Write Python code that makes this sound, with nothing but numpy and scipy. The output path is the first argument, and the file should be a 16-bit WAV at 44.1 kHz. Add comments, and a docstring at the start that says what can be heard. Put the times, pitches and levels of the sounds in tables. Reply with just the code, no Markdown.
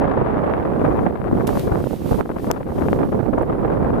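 """Loud, gusty wind rumbles and rasps on a microphone, far above a quiet splash in the sea.
The wind tears at the two microphone openings (ports), each on its own. It thins into separate
buffets around the splash, and the left port overloads once with a loud crack.
The splash is a diver jumping off a low cliff: a short slap as the body hits, a plunge as the
air pocket closes, then spray falling back and fizzing foam."""
import sys
import numpy as np
from scipy import signal
from scipy.fft import rfft, irfft
from scipy.io import wavfile
from scipy.ndimage import uniform_filter1d

SR = 44100
rng = np.random.default_rng(int(sys.argv[2]) if len(sys.argv) > 2 else 0)


def transcribe(signal):
    """Save signal, clipped to [-1, 1], as a 16-bit WAV file at the path in sys.argv[1]."""
    frames = np.atleast_2d(signal).T
    limited = np.clip(frames, -1, 1)
    pcm = np.round(limited * 32767).astype(np.int16)
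    wavfile.write(sys.argv[1], SR, pcm)


N = 176400
TIME = np.arange(N) / SR
FREQS_HZ = np.arange(N // 2 + 1) * SR / N

# Strength of the wind's low rumble and higher rasp:
# t/s, left rumble/dB, right rumble/dB, left rasp/dB, right rasp/dB
GUSTS = [(0.0, -24.5, -15.5, -27, -27.5), (0.15, -25.5, -18, -29, -33.5), (0.45, -23, -18.5, -31, -28),
         (0.58, -24.5, -19.0, -33, -31.0), (0.68, -23.5, -20, -34, -32.5), (0.85, -20.5, -15, -29.5, -33.5),
         (1.05, -19.5, -15.5, -30.5, -36), (1.16, -28, -24.5, -42.5, -47.5), (1.25, -22, -21.5, -34.5, -43),
         (1.35, -20.5, -15, -34.5, -39.5), (1.57, -24.5, -17.5, -37.5, -32.5), (1.64, -21, -20, -44.5, -56),
         (1.7, -23, -19, -26.5, -33), (1.8, -23, -16.5, -45, -32.5), (1.9, -32, -22, -57, -49),
         (2.05, -23.5, -22, -42.5, -40.5), (2.14, -30, -16.5, -59, -42), (2.2, -16, -18, -31, -38),
         (2.23, -30, -27, -73, -42.5), (2.38, -29.5, -25.5, -38, -58), (2.49, -20.5, -17.5, -36.5, -37.0),
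         (2.54, -29.5, -26.5, -38.5, -49), (2.68, -28, -24, -44.5, -44), (2.85, -17, -16, -29.5, -44.5),
         (3.04, -19, -17.5, -54, -27), (3.1, -20, -19.5, -50.0, -50.5), (3.16, -21, -17, -35, -30),
         (3.29, -38, -16, -69, -39), (3.37, -21.5, -17, -33.5, -32), (3.54, -24, -19, -37.5, -36.0),
         (3.65, -22.5, -17, -33.5, -32.5), (4.0, -19.5, -15.5, -32, -33.5)]
# Tone colour of the swirling air: f/Hz, relative level/dB
TURBULENCE = [(20, -13), (50, -1), (110, 0), (280, 1), (480, -1), (750, -7.5), (1100, -14.5), (1600, -25),
              (2300, -37), (3500, -51.5), (6000, -76), (15000, -67)]
# The hardest hits of air on a port: t/s, peak/dB, width/s, left minus right/dB
JOLTS = [(.371,-8,.00026,18), (0.5378,-8,0.00018,21), (.9922,-8.5,0.00023,26), (1.0654,-8.5,0.00021,-26),
         (1.1565,-16,0.00023,15), (1.202,-21,0.00078,-27), (1.2168,-15.5,0.0002,28),
         (1.2427,-12.5,0.00024,30), (1.3138,-10.5,0.00033,7), (1.3863,-10.5,0.00036,10),
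         (1.4083,-9,0.00025,18), (1.4917,-5.5,0.00025,21), (1.573,-11,0.0002,15), (1.7228,-7,0.00065,10),
         (1.7572,-8.5,0.00026,18), (1.7628,-14,.00039,-13), (1.8412,-8.5,0.00046,15),
         (1.8698,-11,0.00047,-24), (1.872,-7,0.00053,-23), (1.9094,-19.5,0.00032,-3),
         (1.9402,-11.5,0.00055,-8.5), (2.1111,-10.5,.0007,-28), (2.1135,-12,0.0004,-20),
         (2.1204,-6,0.0011,22), (2.124,-8.5,0.00037,-27), (2.131,-11.5,.00033,27), (2.1443,-10,0.0014,-15),
         (2.2096,-5.5,0.00021,-45), (2.2551,-13,.00047,-22), (2.259,-17.5,0.00026,25),
         (2.2932,-16.5,.00023,22), (2.3657,-18,0.0003,12), (2.4447,-12.5,0.00029,22),
         (2.4947,-16,0.00037,-17), (2.503,-7,.00033,29), (2.5109,-13.5,0.00055,23), (2.5135,-6,.00026,20),
         (2.6311,-22.5,0.00016,20), (2.8216,-15,0.0002,24), (2.8855,-7,0.0002,29), (2.9307,-2,0.00024,33),
         (2.9908,-13.5,0.00021,23), (3.0319,-11.5,0.00024,23), (3.2631,-10.5,0.0005,17),
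         (3.4331,-10,0.0003,26)]


def wind():
    """Air swirls at each port on its own; the noise swells and brightens with each eddy (small whirl)."""
    rumble_db, rasp_db = wind_levels()
    rumble_gain_db = rumble_db - turbulence_db(40, 700)
    rasp_gain_db = rasp_db - turbulence_db(900, 2500)
    noise_spectrum = rfft(rng.standard_normal((2, N)))
    pressure = noise_spectrum * from_db(at_hz(TURBULENCE, FREQS_HZ)) * np.sqrt(SR / 2)
    edges_hz = 18 * 2 ** np.arange(0, 9.6, .5)   # half-octave bands
    rumble_hz, rasp_hz, treble_hz = 293, 1160, 4000
    out = 0
    for low, high in zip(edges_hz, edges_hz[1:]):
        # Low bands follow the rumble, higher ones the rasp; the treble swings wider still.
        share = at_hz([(rumble_hz, 0), (rasp_hz, 1), (treble_hz, 1.47)], np.sqrt(low * high))
        band = irfft(pressure * ((FREQS_HZ >= low) & (FREQS_HZ < high)), N)
        out = out + band * from_db((1 - share) * rumble_gain_db + share * rasp_gain_db)
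    return out


def wind_levels():
    """Rumble and rasp at each port in dB: gusts, eddies that get patchier in lulls, buffets and jolts."""
    # Single short shoves of air: t/s, rumble/dB, rasp/dB, left minus right/dB
    buffets = [(0.177,-15.5,-25,0), (.222,-13,-41,1), (0.851,-23,-24,-1), (1.07,-11,-22.5,-28),
               (1.159,-36,-31,0.5), (1.33,-7.5,-32.5,0), (1.499,-28,-37,-15), (1.573,-10.5,-27,15),
               (1.677,-14,-29,5), (1.721,-13.5,-24,7), (1.738,-29,-34,12), (2.062,-8.5,-34,-25),
               (2.116,-9,-31,-6), (2.147,-9.5,-27.5,-15), (2.191,-24,-25.5,13), (2.206,-11,-28.5,-11),
               (2.303,-17,-31.5,4), (2.316,-28,-29.5,24), (2.366,-24.5,-30.5,0), (2.507,-16,-21,-3),
               (2.565,-35,-28.5,20), (2.61,-22,-32.5,2), (2.786,-30,-24.5,32), (2.823,-17,-28,6),
               (3.009,-20,-30,-27), (3.033,-14,-25.5,16), (3.126,-16.5,-24,8), (3.205,-14,-28,-13),
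               (3.336,-15,-22.5,30), (3.382,-15,-23.5,12), (3.501,-13,-24,29)]
    rumble_db, rasp_db = np.split(in_time(GUSTS), 2)
    patchiness = np.clip(1 + 0.056 * (rasp_db.mean() - rasp_db), .5, 2)
    eddies = patchiness * np.array([drift(rate_hz=62.5) for port in range(2)])
    ripple = patchiness * np.array([drift(rate_hz=410) for port in range(2)])
    rumble_power = (from_db(rumble_db) * flutter(db=1.8 * eddies)) ** 2
    rasp_power = (from_db(rasp_db) * flutter(db=5.5 * eddies + 4.5 * ripple)) ** 2
    for t, low_db, high_db, pan_db in buffets:
        swell = pan(pan_db) ** 2 * swell_at(t, width_s=0.0037)
        rumble_power += swell * from_db(low_db) ** 2
        rasp_power += swell * from_db(high_db) ** 2
    for t, peak_db, _, pan_db in JOLTS:   # each jolt tears off a brief, quieter rasp
        rasp_power += (pan(pan_db) * from_db(peak_db - 19)) ** 2 * swell_at(t, width_s=0.00096)
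    return 10 * np.log10(rumble_power), 10 * np.log10(rasp_power)


def snaps():
    """Tiny whirls of air strike each port at random, harder when the wind is rough."""
    # How quickly a tiny whirl passes: width/s
    widths = [.00023, .0003, .00045]
    snaps_per_s = 32
    age = np.arange(-128, 129) / SR
    pulses = 0
    for width in widths:
        strikes = rng.random((2, N)) < snaps_per_s / len(widths) / SR
        sizes = random_sizes(spread_db=2.5, max_db=5)
        pulses = pulses + signal.fftconvolve(strikes * sizes, push_pull(age, width)[None], mode="same")
    rasp_db = in_time(GUSTS)[2:]
    return from_db(rasp_db - 3.5) * rms_one(pulses)


def jolts():
    """The hardest eddies hit a port as one sharp push and pull."""
    out = np.zeros((2, N))
    for t, peak_db, width, pan_db in JOLTS:
        near = np.abs(TIME - t) < 20 * width
        out[:, near] += pan(pan_db) * from_db(peak_db) * push_pull(TIME[near] - t, width)
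    return out


def cracks():
    """One loud overload crack on the left, later two faint, sharp wind ticks on the right."""
    # The crack and the two ticks: t/s, peak/dB, left minus right/dB
    bursts = [(2.5137, -5, 32), (3.387, -37, -20), (3.425, -36, -18)]
    decay_s = 0.00043
    grit = rng.choice([-1, 1], N)
    out = 0
    for t, peak_db, pan_db in bursts:
        fade = (TIME >= t) * np.exp(-np.minimum(np.abs(TIME - t) / decay_s, 20))
        out = out + pan(pan_db) * from_db(peak_db) * fade * grit
    return out


def water():
    """The diver slaps into the water; spray and foam rise out of the hiss of the sea."""
    # The body hits, then the air pocket closes: t/s, level/dB, hold/s, decay/s
    slaps = [(1.469, -31, 0.009, 0.0023), (1.4713, -28.5, 0.0008, 0.0008), (1.5942, -27.5, 0.0009, 0.0019)]
    # Hiss of sea and spray as heard, dipping briefly after the loudest wind hits: t/s, level/dB
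    hiss = [(0, -61), (.68, -55.5), (.8, -53.5), (1.05, -53.5), (1.17, -56), (1.42, -52), (1.468, -53.5),
            (1.485, -42), (1.53, -45.5), (1.595, -40), (1.7, -51), (1.94, -46.5), (2.01, -49.5),
            (2.11, -42), (2.205, -47.5), (2.22, -53), (2.37, -53), (2.44, -47.5), (2.51, -50.5),
            (2.525, -53), (2.66, -54), (2.81, -50.5), (2.92, -51), (3.0, -52.5), (3.3, -54), (3.55, -55.5),
            (4, -54)]
    # Tone colour of the open sea: f/Hz, relative level/dB
    sea_colour = [(300, 21.5), (2000, 10), (4300, 4.5), (6500, -2.5), (8500, 1.5), (10500, 3), (13000, 2.5),
                  (15000, 2)]
    # Tone colour of the spray: f/Hz, relative level/dB
    spray_colour = [(300, -9.5), (1600, 6), (3200, 6), (4700, 2), (6200, 0.5), (7300, -1), (9000, 0.1),
                    (11200, 1.5), (12900, 4), (15000, -1.5)]
    attack_s = 0.00081
    hiss_db, = in_time(hiss)
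    spray_share = np.interp(hiss_db, [-54, -51.5], [0, 1])   # louder hiss turns from sea to spray
    spray_power = spray_share * from_db(hiss_db) ** 2
    for t, level_db, hold, decay in slaps:
        age = TIME - t
        rise = np.clip(age / attack_s, 0, 1)
        fade = np.exp(-np.clip((age - hold) / decay, 0, 20))
        spray_power += (from_db(level_db) * rise * fade) ** 2
    sea = np.sqrt(1 - spray_share) * from_db(hiss_db) * colour(droplets(), sea_colour)
    spray = np.sqrt(spray_power) * colour(droplets(), spray_colour)
    return pan(db=-1) * (sea + spray)


def droplets():
    """Countless tiny drops and bursting bubbles over a smooth fizz, partly alike at both ports."""
    drops_per_s, drop_share, likeness = 6000, 0.98, 0.47
    sizes = random_sizes(spread_db=1.5, max_db=7.5)
    drops = rms_one(sizes * (rng.random((2, N)) < drops_per_s / SR))
    fizz = rng.standard_normal((2, N))
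    common, opposite = np.sqrt(drop_share) * drops + np.sqrt(1 - drop_share) * fizz
    return np.sqrt(1 + likeness) * common + np.sqrt(1 - likeness) * opposite * [[1], [-1]]


def push_pull(age, width):
    """The pressure of a passing whirl: one push and one pull, of height 1."""
    phase = np.clip(age / width, -20, 20)
    return -2 * np.tanh(phase) / np.cosh(phase)


def swell_at(t, width_s):
    """A smooth swell of height 1 around time t."""
    return np.exp(-np.minimum(((TIME - t) / width_s) ** 2, 20))


def random_sizes(spread_db, max_db):
    """Random pushes and pulls for both ports: many small, a few larger."""
    size_db = np.minimum(spread_db * rng.exponential(1, (2, N)), max_db)
    return from_db(size_db) * rng.choice([-1, 1], (2, N))


def drift(rate_hz):
    """A smooth random wobble of typical size 1; a higher rate wobbles faster."""
    step, warm_up = 20, 2000   # one value every 20 samples
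    memory = np.exp(-2 * np.pi * rate_hz * step / SR)
    noise = rng.standard_normal(N // step + warm_up + 2)
    smooth = signal.lfilter([1], [1, -2 * memory, memory ** 2], noise)[warm_up:]
    rounded = rms_one(np.tanh(rms_one(smooth) / 2))
    return np.interp(np.arange(N) / step, np.arange(len(rounded)), rounded)


def flutter(db):
    """Turn fast level changes into a gain that keeps the average power over 0.2 s near 1."""
    gain = from_db(db)
    return gain / np.sqrt(uniform_filter1d(gain ** 2, size=int(.2 * SR), axis=-1))


def turbulence_db(low_hz, high_hz):
    """Total level of the swirling air between two frequencies."""
    return 10 * np.log10(np.sum(from_db(at_hz(TURBULENCE, np.arange(low_hz, high_hz))) ** 2))


def colour(x, spectrum):
    """Give a sound a tone colour, at an average level of 1."""
    return rms_one(irfft(rfft(x) * from_db(at_hz(spectrum, FREQS_HZ)), N))


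def in_time(rows):
    """Join a table's points in time: one curve for each level column."""
    times, *columns = np.transpose(rows)
    return np.array([np.interp(TIME, times, column) for column in columns])


def at_hz(points, hz):
    """Read a curve at any frequency, with octaves evenly spaced."""
    freqs, values = np.transpose(points)
    return np.interp(np.log(np.maximum(hz, 1)), np.log(freqs), values)


def pan(db):
    """Left and right gains: positive dB leans left, and the louder side stays at 1."""
    return from_db([[min(db, 0)], [min(-db, 0)]])


def from_db(db):
    """Turn decibels into a gain."""
    return 10 ** (np.asarray(db) / 20)


def rms_one(x):
    """Scale to an average (root mean square) level of 1."""
    return x / np.sqrt(np.mean(x ** 2) + 1e-20)


def scene():
    """Wind at the microphone over the water below."""
    return wind() + snaps() + jolts() + cracks() + water()


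def record(dry):
    """The microphone rounds off the loudest peaks and cuts the highest treble."""
    cutoff_hz = 15700
    rounded = dry / (1 + dry ** 6) ** (1 / 6)
    return signal.sosfilt(signal.cheby2(20, 70, cutoff_hz, fs=SR, output="sos"), rounded)


dry = scene()
out = record(dry)
transcribe(out)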